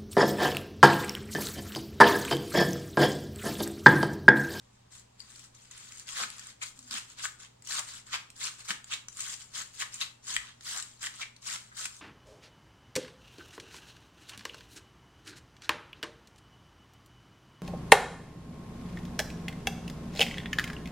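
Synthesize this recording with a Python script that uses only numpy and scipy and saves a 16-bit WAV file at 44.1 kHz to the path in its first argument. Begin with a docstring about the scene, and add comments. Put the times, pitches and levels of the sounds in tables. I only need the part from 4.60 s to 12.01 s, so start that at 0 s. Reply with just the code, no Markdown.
"""Over a mains hum and the soft rush of a small kitchen, a hand gathers cabbage leaves, rustling and snapping ribs.
Then a knife shreds the wedge close by: each cut grazes, bites deeper and leaves shreds to settle.
The crunch is layered from runs of bursting cells: crisp crackle, fine fizz and a deep crush.
From the first cut on, the edge rasps and ticks on the plastic board, and some strokes thud into the table.
Once, a faint low tone sags as the knife is drawn back."""
import sys
import numpy as np
from scipy import signal
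from scipy.fft import rfft, irfft, next_fast_len
from scipy.io import wavfile
from scipy.ndimage import map_coordinates

SR = 44100
rng = np.random.default_rng(int(sys.argv[2]) if len(sys.argv) > 2 else 0)


def unload_wav(signal):
    """Save mono or channel-first audio to the path in sys.argv[1] as 16-bit WAV at rate SR, clipped to [-1, 1]."""
    wavfile.write(
        sys.argv[1],
        SR,
        np.round(np.clip(np.atleast_2d(signal).T, -1, 1) * 32767).astype(np.int16),
    )


N = 326781

# Event levels are those of the dry sounds, before panning and room.
# Rush of the quiet kitchen, relative spectrum: (frequency [Hz], level [dB])
AIR_SPECTRUM = [(20, -14), (45, -17), (80, -11.5), (105, -11.5), (150, -14), (235, -13), (320, -20.5),
                (450, -18), (700, -18), (1100, -21), (1600, -27), (3500, -29), (7500, -32), (11000, -44),
                (16000, -49)]
# Mains hum partials: (frequency [Hz], rms level [dB])
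HUM_PARTIALS = [(59.9, -76), (119.85, -67)]
# Likeness of diffuse sound at the two spaced ports: (frequency [Hz], left-right correlation [-1 to 1])
PORT_LIKENESS = [(100, 0.97), (170, 0.94), (270, 0.86), (450, -0.42), (700, -0.87), (950, 0.11),
                 (1250, 0.1), (2000, 0.29), (3300, -0.056), (8000, -0.085)]
# Fingers and the flat of the blade push the leaves about:
# (time [s], length [s], crisp level [dB], weight of crush over crisp [dB])
RUSTLES = [(.005, 0.2, -75.5, -3), (0.323, 0.075, -55.5, -6.5), (0.595, 0.11, -60.5, -4.5),
           (0.697, 0.16, -56.5, -6), (0.948, .13, -61.5, -5), (1.114, 0.18, -54.5, -3),
           (1.312, 0.11, -53.5, -5), (1.478, 0.072, -46.5, -4), (1.728, 0.18, -53.5, -2),
           (2.06, 0.023, -47, -14), (2.16, 0.11, -59.5, -11), (2.49, .035, -55, -4.5),
           (2.588, 0.021, -49.5, 4.5), (2.8, 0.048, -55, 0.5), (3.28, 0.1, -48.5, -3.5),
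           (3.995, 0.015, -50.5, -2), (4.305, .015, -55.5, 7), (4.805, 0.016, -50.5, -7),
           (5.338, 0.016, -46, -11), (5.823, 0.079, -63.5, 9.5), (6.536, 0.069, -54.5, -1),
           (7.34, 0.054, -56.5, -12.5)]
# The knife goes through the wedge:
# (time [s], length [s], crisp level [dB], weight of crush over crisp [dB], graze beforehand [s])
CUTS = [(1.568, 0.073, -37, -1, 0.035), (2.027, 0.0077, -38, -2.5, 0), (2.326, 0.058, -39, -1.5, 0.053),
        (2.635, 0.021, -36.5, -7, 0.055), (3.105, 0.09, -36.5, -3.5, 0.054),
        (3.532, 0.026, -41, 6.5, 0.064), (3.815, 0.066, -37.5, -3, 0.052), (4.092, 0.021, -36, 0, 0.042),
        (4.325, 0.017, -39.5, 2.5, 0.049), (4.592, 0.15, -42, -5.5, 0.071), (4.951, 0.069, -40.5, -3, 0),
        (5.202, 0.025, -36.5, -1.5, 0.062), (5.41, 0.019, -38.5, 2, 0.086), (5.683, 0.083, -40, -4, 0.043),
        (6.07, 0.13, -39.5, -4.5, 0.043), (6.427, 0.041, -38.5, -2.5, 0.0064),
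        (6.605, 0.019, -43.5, 3, 0.026), (6.87, 0.09, -39.5, -3, 0.044), (7.179, 0.084, -40, -5.5, 0.0081)]
# Leaf skin cracking, relative spectrum: (frequency [Hz], level [dB])
CRISP_SPECTRUM = [(1500, -32), (3200, -9.5), (4300, -4.5), (5600, -4.5), (7400, 1.5), (8600, -4.5),
                  (10000, -14.5), (12500, -91), (16000, -25)]
# The finest fizz of the skin, relative spectrum: (frequency [Hz], level [dB])
FIZZ_SPECTRUM = [(7000, -1), (10000, 5), (12000, 1), (15800, -4)]
# Packed leaves being crushed, relative spectrum: (frequency [Hz], level [dB])
CRUSH_SPECTRUM = [(60, -54), (160, -18.5), (330, -21), (600, -16.5), (780, -12.5), (1080, -3.5),
                  (1800, -4.5), (2500, -6), (3300, -1.5), (4500, -3.5), (7000, -9), (12000, -32.5)]
# Single ribs and shreds snap: (time [s], peak level before a 3 dB lift [dB], pitch [Hz])
RIB_SNAPS = [(0.603, -32.5, 4440), (0.7592, -39.5, 6740), (1.112, -35, 7400), (1.3217, -34.5, 7260),
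             (1.3968, -30.5, 7780), (1.482, -32, 7500), (1.4892, -30, 3300), (1.702, -29.5, 9100),
             (1.7947, -30.5, 6230), (1.8703, -33, 7500), (2.1907, -35, 7500), (2.3101, -27, 4400),
             (3.0224, -43, 7940), (3.0725, -31.5, 7600), (3.0904, -29, 7500), (3.1945, -26, 9000),
             (3.7025, -35, 8600), (4.0846, -29.5, 7600), (4.243, -35, 7550), (4.4842, -30.5, 6900),
             (4.528, -39.5, 7950), (4.57, -32, 7680), (4.6051, -26, 7700), (5.3427, -28, 7250),
             (6.009, -40, 4550), (6.2246, -28.5, 7740), (6.7642, -41.5, 4500), (7.2541, -24, 8140)]
# The edge bites and skids over the board: (time [s], length [s], level [dB], pitch [Hz])
BOARD_SCRAPES = [(1.588, 0.048, -44, 1060), (2.013, 0.026, -42, 2160), (2.635, 0.037, -40.5, 1450),
                 (3.181, 0.026, -41, 1190), (3.529, 0.026, -34.5, 2830), (4.09, 0.019, -49, 4240),
                 (4.311, 0.034, -39, 3250), (5.203, 0.035, -51, 7570), (5.41, 0.022, -32, 3100),
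                 (6.139, 0.05, -45, 1350), (6.418, 0.016, -41.5, 6800), (6.614, 0.025, -37, 2470),
                 (7.112, 0.027, -54, 1410)]
# The table under a heavy stroke: (time [s], starting level [dB], pitch [Hz])
TABLE_THUDS = [(1.614, -55, 189), (2.331, -54, 200), (4.099, -50.5, 192), (5.754, -53, 45.5)]
# The edge breaks through and lands: (time [s], level [dB], hardness [dB], ring [Hz])
BOARD_TAPS = [(1.636, -32.5, -4, 1500), (2.6545, -30, -8, 1700), (4.1065, -25, -14, 1780),
              (5.2222, -28.5, -10, 1820), (5.7655, -20.5, -1, 1920), (6.4698, -31, -10, 1860),
              (7.257, -33, 2, 1550)]
# Modes of blade on board before choking: (multiple of the ring [ratio], level [dB], t60 [s])
BOARD_MODES = [(.64, 1, .012), (1, 13.5, .018), (1.24, 12.5, .008), (1.6, 11.5, 0.015), (2.45, -4, .006),
               (4.05, 13, .008)]
# Decay of the room: (frequency [Hz], t60 [s])
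KITCHEN_DECAY = [(300, 0.57), (1000, 0.34), (2700, 0.33), (4500, 0.25), (8000, 0.28), (14000, 0.29)]

HOLD_DB = -77  # the wedge creaks faintly under the hand that holds it
RUSTLE_RISE_S, RUSTLE_FALL_S = 0.011, 0.02
# A cut builds up as the edge sinks in (a longer one more gently) and stops once it is through
BITE_S, BITE_SHARE, THROUGH_S = 0.0068, 0.093, 0.0071
DEEPEN_DB = 2.5  # gain in weight over one cut, from crisp outer leaves to packed core
# The graze before a cut and the shreds settling after it: level and weight against the cut
GRAZE_DB, GRAZE_WEIGHT_DB = -14.5, -7
SETTLE_DB, SETTLE_WEIGHT_DB = -10, -1.5
SETTLE_S, SETTLE_SHARE = 0.029, .55  # a longer cut leaves more shreds, which settle longer
# Small shreds snapping in a rustle: rate, peak over the rustle before the snaps' lift, centre pitch
STRAYS_PER_S, STRAY_DB, STRAY_HZ = 14, 14, 7340
TOP_HZ = 15850  # band limit of the recorder


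def amp(db):
    """Decibels to gain."""
    return 10 ** (np.asarray(db) / 20)


def unit(x):
    """Scale to rms 1."""
    return x / np.sqrt(np.mean(x ** 2) + 1e-20)


def along(points, hz):
    """Read (frequency, value) points on a log frequency axis."""
    f, v = np.transpose(points)
    return np.interp(np.log(hz + 1), np.log(f + 1), v)


def clock(count):
    """Seconds of count samples."""
    return np.arange(count) / SR


def filtered(x, response):
    """Apply a response of frequency to x, padded so that its tail does not wrap at once."""
    n = x.shape[-1]
    m = next_fast_len(n + min(n, SR // 4))
    hz = np.fft.rfftfreq(m, 1 / SR)
    return irfft(rfft(x, m) * response(hz), m)[..., :n]


def coloured(x, spectrum):
    """Shape x by (frequency, dB) points."""
    return filtered(x, lambda hz: amp(along(spectrum, hz)))


def resonance(hz, centre, q):
    """Response of one damped mode."""
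    damping = 1j * hz * centre / q
    return damping / (centre ** 2 - hz ** 2 + damping)


def add(track, s, sound):
    """Mix a stereo sound in at time s."""
    part = track[:, max(round(s * SR), 0):][:, :sound.shape[1]]
    part += sound[:, :part.shape[1]]


def panned(x, left_db):
    """Make the left side louder than the right by left_db."""
    return x * amp(np.array([[left_db], [-left_db]]) / 2)


def swell(s, length, rise, fall):
    """Attack, hold and release: a gain that grows up to s, holds for length and dies away."""
    t = clock(N) - s
    attack = np.minimum(t, 0) / rise
    release = np.maximum(t - length, 0) / fall
    return np.exp(attack - release)


def wobble(rate):
    """A random curve: straight lines between rate knots a second."""
    knots = rng.standard_normal(int(N * rate / SR) + 4)
    return map_coordinates(knots, [clock(N) * rate], order=1)


def ports(pair):
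    """Two unrelated noises become a diffuse field: alike in the bass, opposed where half a wave spans the ports."""
    def mix(hz):
        turn = np.arccos(np.clip(along(PORT_LIKENESS, hz), -1, 1)) / 2
        return np.array([np.cos(turn), np.sin(turn)])

    mid, side = filtered(pair, mix)
    return np.array([mid + side, mid - side])


def paths(scatter, t60):
    """From one spot on the board to both ports: straight, right first, then scattered by hand, blade and table."""
    t = clock(count=600)
    bounces = ports(rng.standard_normal((2, len(t)))) * amp(-60 * t / t60) * (t > 4 / SR)
    response = scatter * bounces / np.linalg.norm(bounces, axis=1, keepdims=True)
    response[[0, 1], [4, 0]] += 1  # direct sound: left 4 samples after right
    return response


def background():
    """Mains hum as steady sines over the soft rush of the room, a coloured diffuse noise."""
    rush = unit(coloured(ports(rng.standard_normal((2, N))), AIR_SPECTRUM))
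    hum = np.zeros(N)
    for hz, db in HUM_PARTIALS:
        hum += amp(db) * np.sqrt(2) * np.sin(2 * np.pi * (hz * clock(N) + rng.random()))
    return amp(-64.0) * rush + hum


def knife_work():
    """Level and weight (dB) of the crunch: every cut grazes, bites and leaves shreds; rustles join in."""
    parts = [(swell(s, length, RUSTLE_RISE_S, RUSTLE_FALL_S), db, weight)
             for s, length, db, weight in RUSTLES]
    for s, length, db, weight, graze in CUTS:
        depth = np.clip((clock(N) - s) / length, 0, 1) - .5
        grazing = swell(s - graze, graze, BITE_S, THROUGH_S)
        biting = swell(s, length, BITE_S + BITE_SHARE * length, THROUGH_S)
        settling = swell(s + length, 0, BITE_S, SETTLE_S + SETTLE_SHARE * length)
        parts += [(grazing, db + GRAZE_DB, weight + GRAZE_WEIGHT_DB),
                  (biting, db, weight + DEEPEN_DB * depth),
                  (settling, db + SETTLE_DB, weight + SETTLE_WEIGHT_DB)]
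    # the parts add as powers
    hold = amp(HOLD_DB) ** 2
    crisp = hold + sum((gain * amp(db)) ** 2 for gain, db, weight in parts)
    crush = hold + sum((gain * amp(db + weight)) ** 2 for gain, db, weight in parts)
    return 10 * np.log10(crisp), 10 * np.log10(crush / crisp)


def crackle(spectrum, fibre_hz, spread_db, count):
    """Leaf after leaf gives way, count a second: a first crack, then a dying run of bursting cells; rms 1."""
    out, t = np.zeros((2, N)), clock(count=900)
    for turn in range(N * count // SR):
        bursts = rng.random(len(t)) < 1700 / SR  # about 1700 a second
        cells = rng.uniform(-1, 1, len(t)) * bursts * amp(-60 * t / .06)
        cells[0] = 1
        tear = signal.fftconvolve(cells[None], paths(scatter=1.8, t60=.007), axes=1)
        # thick and thin fibres each ring at their own pitch
        pitch_hz = fibre_hz * 2 ** rng.uniform(-.8, .8)
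        tear = filtered(tear, lambda hz: .5 + resonance(hz, pitch_hz, q=5))
        tear = unit(tear) * amp(spread_db * rng.uniform(-1, 1))
        add(out, (turn + rng.random()) / count, tear)
    return unit(coloured(out, spectrum))


def cabbage():
    """Light slicing fizzes; leaning on the knife crushes the packed leaves and sounds deeper."""
    level_db, weight_db = knife_work()
    crisp = crackle(CRISP_SPECTRUM, fibre_hz=6020, spread_db=3.5, count=220)
    crisp = crisp * amp(level_db)
    fizz = crackle(FIZZ_SPECTRUM, fibre_hz=11100, spread_db=1.0, count=260)
    fizz = fizz * amp(level_db - 15 - 0.11 * weight_db)
    crush = crackle(CRUSH_SPECTRUM, fibre_hz=2002, spread_db=1.5, count=230)
    crush = crush * amp(level_db + weight_db + 1.0)
    return panned(crisp, left_db=4.0) + panned(fizz, left_db=1.5) + panned(crush, left_db=-0.1)


def strays():
    """Rows like RIB_SNAPS for the small shreds that break at random while leaves are pushed about."""
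    rows = []
    for s, length, db, weight in RUSTLES:
        for when, size, pitch in rng.random((round(STRAYS_PER_S * length), 3)):
            peak_db = db + STRAY_DB + 3 * (size - .5)
            rows.append((s + when * length, peak_db, STRAY_HZ * 2 ** (.3 * (pitch - .5))))
    return rows


def snaps():
    """A rib gives way with one sharp crack and a short run of smaller ones that ring at its own pitch."""
    out, t = np.zeros((2, N)), clock(count=1500)
    for s, db, pitch_hz in [*RIB_SNAPS, *strays()]:
        bursts = rng.random(len(t)) < 3000 / SR  # about 3000 a second
        run = rng.uniform(-1, 1, len(t)) * bursts * amp(-60 * t / .02)
        run[0] = 1
        cracks = signal.fftconvolve(run[None], paths(scatter=2, t60=.008), axes=1)
        snap = filtered(cracks, lambda hz: resonance(hz, pitch_hz, q=5) + .4)
        snap = coloured(snap, [(300, -49), (1300, -5.0), (8200, -3.5), (11000, -17.5), (16000, -28)])
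        add(out, s, amp(db + 3) * snap / np.abs(snap).max())
    return panned(out, left_db=3.0)


def scrapes():
    """The edge catches suddenly, then sticks and slips on the plastic: a short rasp around one resonance."""
    out, t = np.zeros((2, N)), clock(count=7000)
    for s, length, db, pitch_hz in BOARD_SCRAPES:
        slips = rng.standard_normal(len(t)) * (rng.random(len(t)) < 3000 / SR)
        rasp = signal.fftconvolve(slips[None], paths(scatter=5.7, t60=0.0029), axes=1)[:, :len(t)]
        rasp = unit(filtered(rasp, lambda hz: resonance(hz, pitch_hz, q=1.58) ** 2))
        envelope = np.minimum(t / .003, 1) * np.exp(-(t / length) ** 4)
        add(out, s, amp(db) * rasp * envelope)
    return panned(out, left_db=4.0)


def table(t60=0.26):
    """Heavy strokes thud through the board into the table: decaying noise through a broad resonance."""
    out, t = np.zeros((2, N)), clock(count=9000)
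    for s, db, pitch_hz in TABLE_THUDS:
        noise = rng.standard_normal(len(t))
        thud = unit(filtered(noise, lambda hz: resonance(hz, pitch_hz, q=0.95) ** 2))
        envelope = amp(db - 60 * t / t60) * np.minimum(t / 0.0062, 1)
        add(out, s, envelope * thud[None])
    return out


def taps(choke_s=0.003, contact_s=0.0028):
    """The edge hits the board with a woody tick, choked as it presses in; a harder landing wakes the upper modes."""
    out, t = np.zeros((2, N)), clock(count=2000)
    band = signal.butter(2, [1350, 9000], "bandpass", fs=SR, output="sos")
    for s, db, hard_db, ring_hz in BOARD_TAPS:
        ring = np.zeros(len(t))
        for multiple, level_db, t60 in BOARD_MODES:
            # hardness phases in over the first octave above the ring
            mode_db = level_db + hard_db * np.clip(np.log2(multiple), 0, 1)
            ring += amp(mode_db - 60 * t / t60) * np.cos(2 * np.pi * multiple * ring_hz * t)
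        ring = signal.sosfilt(band, ring * np.exp(-(t / choke_s) ** 2))
        tap = signal.fftconvolve(ring[None], paths(scatter=.35, t60=.008), axes=1)
        # the level is the left side's rms if its energy filled the contact time
        add(out, s, amp(db) * tap * np.sqrt(contact_s * SR) / np.linalg.norm(tap[0]))
    return panned(out, left_db=3.0)


def low_tone(peak_s=2.265, length_s=0.078, peak_hz=246, fall_hz_per_s=170, db=-60):
    """A faint, unsteady low tone sags briefly while the knife is drawn back: a falling sine in a soft swell."""
    t = clock(N) - peak_s
    gain = amp(db + 3.5 * wobble(rate=50)) * np.exp(-(t / length_s) ** 2)
    return gain * np.sin(2 * np.pi * (peak_hz * t - fall_hz_per_s * t ** 2 / 2))


def kitchen(x):
    """The walls answer with a diffuse tail that builds over 1.6 ms, each frequency dying at its own speed."""
    noise = ports(rng.standard_normal((2, SR // 2)))
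    hz, t, z = signal.stft(noise, SR, nperseg=256)
    decay = amp(-60 * t / along(KITCHEN_DECAY, hz)[:, None])
    tail = signal.istft(z * decay, SR, nperseg=256)[1]
    tail = tail * np.clip(clock(tail.shape[1]) / 0.0016, 0, 1)
    return signal.fftconvolve(x, tail / np.linalg.norm(tail[0]), axes=1)[:, :N]


def scene():
    """Knife work in the room, over the hum."""
    leaves = cabbage() + snaps() + scrapes()
    knocks = taps()
    room = kitchen(amp(-6) * leaves + amp(-7.0) * knocks)
    return leaves + knocks + room + table() + low_tone() + background()


def record(dry):
    """The recorder keeps nothing above its band limit."""
    return filtered(dry, lambda hz: hz < TOP_HZ)


dry = scene()
out = record(dry)
unload_wav(out)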